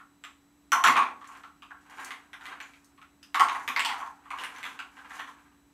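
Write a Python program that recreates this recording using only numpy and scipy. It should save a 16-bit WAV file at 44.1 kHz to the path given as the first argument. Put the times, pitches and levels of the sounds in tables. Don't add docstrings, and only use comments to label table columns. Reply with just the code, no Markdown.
import sys
import numpy as np
from scipy import signal
from scipy.fft import rfft, irfft
from scipy.io import wavfile

SR = 44100
rng = np.random.default_rng(int(sys.argv[2]) if len(sys.argv) > 2 else 0)


def digitize_waveform(pressure):
    field = np.atleast_2d(pressure).T
    bounded = np.clip(field, -1, 1)
    quanta = np.round(bounded * 32767).astype(np.int16)
    wavfile.write(sys.argv[1], SR, quanta)


N = 252693
TIME = np.arange(N) / SR
TAIL = SR // 2
HZ = np.fft.rfftfreq(4096, 1 / SR)


# start_s, hollow_db, hollow_hz, shell_db, shell_hz, crack_db (relative to the shell)
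PLANTER_DROPS = [(0.7195, -18, 1440, -28, 2030, -6.5), (0.753, -24, 1030, -49, 1850, -14.5),
                 (0.794, -31, 1100, -48.5, 1850, -17), (0.8395, -15.5, 1440, -23.5, 1840, -7),
                 (0.864, -19.5, 1100, -24, 2010, -26), (0.873, -20, 1240, -22.5, 2000, -13),
                 (0.956, -18, 1110, -34.5, 2500, -25), (0.967, -18.5, 1140, -27, 2500, -17.5),
                 (0.992, -30.5, 1080, -42, 2100, -8.5), (1.021, -31, 1120, -34, 2410, -31),
                 (3.345, -24, 1184, -29.5, 2140, -14), (3.397, -15, 1160, -27, 1950, -10),
                 (3.417, -26.5, 1070, -46, 2160, -17), (3.486, -26.5, 1030, -34, 2070, -16),
                 (3.549, -34, 1100, -41, 1940, -16), (3.678, -32, 1200, -30.5, 2350, -13),
                 (3.7629, -29.5, 1010, -25.5, 2130, -21.5), (3.795, -35.5, 1050, -27.5, 2900, -14),
                 (3.849, -30.5, 910, -29.5, 2900, -8.5), (3.889, -32.5, 950, -33.5, 1960, -17.5),
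                 (4.003, -34, 1060, -48, 2140, -14), (4.063, -41, 957, -58.5, 1840, -5.5)]
def drops():
    out = np.zeros(N)
    for start_s, *nut, crack_db in PLANTER_DROPS:
        add(out, start_s, knock(*nut, crack_db, hollow_direct_db=-7.5, ring_db=-1.5, focus_db=10.5))
    return out


# start_s, hollow_db, hollow_hz, shell_db, shell_hz
BASKET_PICKS = [(0.0, -47.5, 1360, -57.5, 1830), (0.239, -44.5, 1260, -41, 3680),
                (1.212, -43, 1150, -58, 1890), (1.244, -66, 1130, -51, 1844),
                (1.288, -42.5, 1137, -64, 1900), (1.436, -42.5, 1340, -52.5, 1850),
                (1.622, -46.5, 1200, -48.5, 2480), (1.706, -40.5, 1580, -58, 1850),
                (2.107, -40, 1150, -36.5, 2100), (2.332, -43.5, 1550, -42.5, 1950),
                (2.411, -45.5, 1470, -50, 1830), (2.456, -43, 1180, -39.5, 1980),
                (2.603, -42.5, 1650, -39, 2330), (2.736, -72, 1370, -53.5, 2500),
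                (2.978, -53.5, 1144, -60.5, 1880), (3.016, -49.5, 1380, -53, 2470),
                (3.229, -68, 1420, -52, 2840), (4.255, -46.5, 1130, -60, 1970),
                (4.305, -33, 1110, -38, 2190), (4.33, -32.5, 1084, -60, 2190),
                (4.387, -51, 1090, -37.5, 2880), (4.437, -45, 1760, -33.5, 2850),
                (4.562, -53, 1620, -47.5, 1800), (4.63, -55, 1240, -35.5, 3520),
                (4.653, -39.5, 1340, -37, 3440), (4.791, -35.5, 1500, -37.5, 2700),
                (4.987, -46, 1540, -57, 1880), (5.107, -41.5, 1800, -46, 1920),
                (5.195, -35.5, 1850, -40.5, 1910), (5.276, -43.5, 1050, -52, 1880)]
def picks():
    out = np.zeros(N)
    for start_s, *nut in BASKET_PICKS:
        add(out, start_s, knock(*nut, crack_db=-15.5, hollow_direct_db=-6, ring_db=-8, focus_db=12.5))
    return out


# frequency_hz, gain_db
HOLLOW_TONE = [(60, -60), (250, -19.5), (580, -23), (730, -5), (1080, 1.5), (1400, -1.5), (1750, -6),
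               (2600, -19.5), (6000, -66.5)]
SHELL_TONE = [(200, -39.5), (900, -16.5), (1600, -3.5), (2100, -1), (3300, -5.5), (4300, -14),
              (5500, -27.5), (12000, -62.5)]
CRACK_TONE = [(1000, -34), (3500, -7.5), (4600, -2.5), (5200, -3), (6200, 2), (7800, -1.5), (10000, -5),
              (11400, -10.5), (12400, -4), (13400, -15.5), (15500, -23.5)]
def knock(hollow_db, hollow_hz, shell_db, shell_hz, crack_db, hollow_direct_db, ring_db, focus_db):
    path = room(direct_db=-6)
    hollow = strike(room(hollow_direct_db), curve(HOLLOW_TONE) + focus_db * bump(hollow_hz, 0.14))
    hollow = knock_energy(hollow + amp(ring_db) * knock_energy(planter_ring(hollow_hz)))
    touch = contact(path, decay_s=0.0006, first_db=4.5)
    shell = strike(touch, curve(SHELL_TONE) + 6 * bump(shell_hz, 0.093))
    crack = strike(contact(path, decay_s=0.0014, first_db=-11), curve(CRACK_TONE))
    sound = amp(shell_db) * (shell + amp(crack_db) * crack)
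    add(sound, 0.002995, amp(hollow_db) * hollow)
    return sound


def contact(path, decay_s, first_db):
    t = np.arange(400) / SR
    cluster = rng.standard_normal(len(t)) * np.exp(-t / decay_s)
    cluster[0] = amp(first_db) * np.linalg.norm(cluster)
    return signal.fftconvolve(path, cluster)[:len(path)]


# pitch_hz, gain_db, t60_s
PLANTER_MODES = [(703, -11, .36), (862, -13, .36), (873, -5.5, 0.3), (935, -8, 0.27), (1065.5, 2.5, 0.22),
                 (1114, 0, 0.34), (1176, -18.5, .22), (1366, -4.5, 0.32), (1500, -22, .25),
                 (1615, -10.5, 0.22)]
def planter_ring(spot_hz, reach_octaves=0.57, rise_s=0.0093):
    hz, db, t60_s = np.transpose(PLANTER_MODES)[:, :, None]
    t = np.arange(TAIL) / SR
    weight = amp(db - 60 * t / t60_s) / (1 + (np.log2(hz / spot_hz) / reach_octaves) ** 2)
    modes = weight * np.sin(2 * np.pi * (hz * t + rng.random(hz.shape)))
    return modes.sum(0) * (1 - np.exp(-t / rise_s))


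# frequency_hz, gain_db
WOOD_TONE = [(40, -36), (110, -17), (160, -2.5), (205, -12.5), (250, 7), (330, -6.5), (500, -5.5),
             (900, -35), (3000, -54)]
# start_s, level_db
TABLE_THUDS = [(0.723, -49), (0.856, -40.5), (0.884, -40.5), (0.962, -45.5), (3.342, -64.5), (3.395, -60),
               (3.68, -50.5), (3.795, -53)]
def thuds():
    out = np.zeros(N)
    for start_s, db in TABLE_THUDS:
        add(out, start_s, amp(db) * strike(room(direct_db=-3.5), curve(WOOD_TONE)))
    return out


# start_s, level_db, pitch_hz
SHELL_PINGS = [(0.238, -56.5, 7500), (0.7202, -33, 5920), (0.721, -35, 3060), (2.626, -60, 6850),
               (3.23, -58, 5000), (3.794, -45, 7580), (4.438, -53.5, 9360), (4.563, -61, 6100)]
def pings():
    out = np.zeros(N)
    for start_s, db, hz in SHELL_PINGS:
        add(out, start_s, amp(db) * strike(room(direct_db=-1.5), 45 * bump(hz, 0.13)))
    return out


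# peak_s, swell_s, fade_s, level_db, scratch_db (relative to the rubbing)
BASKET_STROKES = [(1.32, .3, 0.29, -50, -16), (2.01, 0.29, 0.33, -41, -15.5),
                  (2.47, 0.14, 0.23, -42.5, -18), (2.68, 0.13, .4, -60.5, -11),
                  (4.41, 0.24, 0.3, -41.5, -16), (4.57, .15, 0.25, -50, -13),
                  (4.66, 0.13, 0.19, -44.5, -14), (4.98, 0.27, 0.12, -53.5, -13),
                  (5.14, 0.2, .42, -43.5, -15.5)]
PLANTER_ROLLS = [(1.03, 0.046, 0.17, -37.5, -26.5), (3.53, 0.18, 0.42, -40, -17.5),
                 (3.97, 0.29, 0.23, -35, -26)]
def friction(moves, centre_hz, shell_db, table_db, slips_per_s, scratches_per_s, spread_db):
    peak_s, swell_s, fade_s, db, scratch_db = np.transpose(moves)[:, :, None]
    effort = amp(db - 30 * np.maximum((peak_s - TIME) / swell_s, (TIME - peak_s) / fade_s))
    body = amp(curve(HOLLOW_TONE) + 5 * bump(centre_hz, 0.32))
    body += amp(curve(SHELL_TONE) + shell_db) + amp(curve(WOOD_TONE) + table_db)
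    rub = slips(effort.sum(0), 20 * np.log10(body), slips_per_s, spread_db)
    scratch = slips((effort * amp(scratch_db)).sum(0), curve(CRACK_TONE), scratches_per_s, spread_db)
    return rub + scratch


def slips(strength, tone_db, per_s, spread_db):
    clicks = rng.standard_normal(N) * (rng.random(N) < per_s / SR)
    clicks *= amp(spread_db * np.minimum(rng.exponential(1, N), 3))
    rustle = unit_rms(colour(clicks, tone_db)) * strength
    path = room(direct_db=-6.5)
    return signal.fftconvolve(rustle, path / np.linalg.norm(path))[:N]


# start_s, level_db
WICKER_TICKS = [(1.274, -59.5), (1.372, -67.5), (2.047, -47.5), (2.435, -68), (2.845, -64.5), (3.23, -61),
                (3.597, -62), (4.411, -71), (4.584, -59), (5.156, -59)]
def ticks():
    out = np.zeros(N)
    for start_s, db in WICKER_TICKS:
        touch = contact(room(direct_db=-0.5), decay_s=0.0033, first_db=-11.5)
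        add(out, start_s, amp(db) * strike(touch, curve(CRACK_TONE)))
    return out


# frequency_hz, t60_s
ROOM_DECAY = [(150, 0.41), (400, 0.64), (1000, 0.28), (3500, 0.28), (9000, 0.3), (15000, 0.25)]
def room(direct_db, wall_db=-8, earliest_wall_s=0.0091, rise_s=0.0012):
    hz, t, bands = signal.stft(rng.standard_normal(TAIL), SR, nperseg=256)
    bands *= amp(-60 * t / curve(ROOM_DECAY, hz)[:, None])
    path = signal.istft(bands, SR)[1][:TAIL]
    path *= 1 - np.exp(-np.arange(TAIL) / SR / rise_s)
    path /= np.linalg.norm(path)
    add(path, earliest_wall_s * rng.uniform(1.0, 1.3), amp([wall_db]))
    path[0] += amp(direct_db)
    return path


# frequency_hz, gain_db
FLOOR_TONE = [(20, -34), (65, -6.5), (110, -16.5), (190, -11.5), (250, -13), (330, -13), (520, -25.5),
              (900, -20), (2000, -26.5), (5000, -35), (6300, -32), (10000, -38.5), (12400, -35),
              (15500, -44.5)]
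# pitch_hz, level_db
HUM_TONES = [(285, -66.5), (7865, -80.5), (3935, -84.5)]
def room_tone(floor_db=-66.5, drift_hz=3, drift_per_s=6):
    hz = np.fft.rfftfreq(N, 1 / SR)
    noise = lambda gain: unit_rms(irfft(rfft(rng.standard_normal(N)) * gain, N))
    hum = np.zeros(N)
    for pitch_hz, db in HUM_TONES:
        waver_hz = drift_hz * noise(np.exp(-(hz / drift_per_s) ** 2))
        hum += amp(db) * unit_rms(np.sin(2 * np.pi * np.cumsum(pitch_hz + waver_hz) / SR))
    return hum + amp(floor_db) * noise(amp(curve(FLOOR_TONE, hz)))


def amp(db):
    return 10 ** (np.asarray(db) / 20)


def unit_rms(x):
    return x / np.sqrt(np.mean(x ** 2) + 1e-20)


def knock_energy(x):
    return x * np.sqrt(0.03 * SR / np.sum(x ** 2))


def strike(impact, tone_db):
    return knock_energy(colour(impact, tone_db))


def curve(points, hz=HZ):
    point_hz, value = np.transpose(points)
    return np.interp(np.log(hz + 1), np.log(point_hz), value)


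def bump(hz, octaves):
    return np.exp(-0.5 * (np.log2((HZ + 1) / hz) / octaves) ** 2)


def colour(x, db):
    log_gain = np.log(amp(np.r_[db, db[-2:0:-1]]))
    taps = np.fft.ifft(np.exp(np.conj(signal.hilbert(log_gain)))).real
    return signal.fftconvolve(x, taps[:len(HZ)])[:len(x)]


def add(mix, start_s, sound):
    part = mix[max(round(start_s * SR), 0):][:len(sound)]
    part += sound[:len(part)]


# frequency_hz, side_db
PORT_DIFFERENCE = [(50, -23), (1000, -31.5), (4000, -25), (8000, -11), (15000, -10.5)]
def scene(lean_right_db=0.24):
    stirring = friction(BASKET_STROKES, centre_hz=1600, shell_db=-6.5, table_db=-13.5,
                        slips_per_s=350, scratches_per_s=320, spread_db=4)
    rolling = friction(PLANTER_ROLLS, centre_hz=891, shell_db=-17, table_db=-28.5,
                       slips_per_s=400, scratches_per_s=180, spread_db=6)
    mid = amp(-0.52) * drops() + amp(-3.5) * picks() + thuds() + pings() + ticks() + stirring + rolling
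    scatter = rng.standard_normal(300) * np.hanning(300)
    scattered = signal.fftconvolve(mid, scatter / np.linalg.norm(scatter))[:N]
    side = colour(scattered, curve(PORT_DIFFERENCE))
    side += colour(room_tone(), curve(PORT_DIFFERENCE) + 3)
    mid += room_tone()
    return np.array([mid + side, mid - side]) * amp([[-lean_right_db], [lean_right_db]])


def record(dry, edge_hz=15750):
    lowpass = signal.firwin(511, edge_hz, window=("kaiser", 9), fs=SR)
    return signal.oaconvolve(dry, lowpass[None], "same")


dry = scene()
out = record(dry)
digitize_waveform(out)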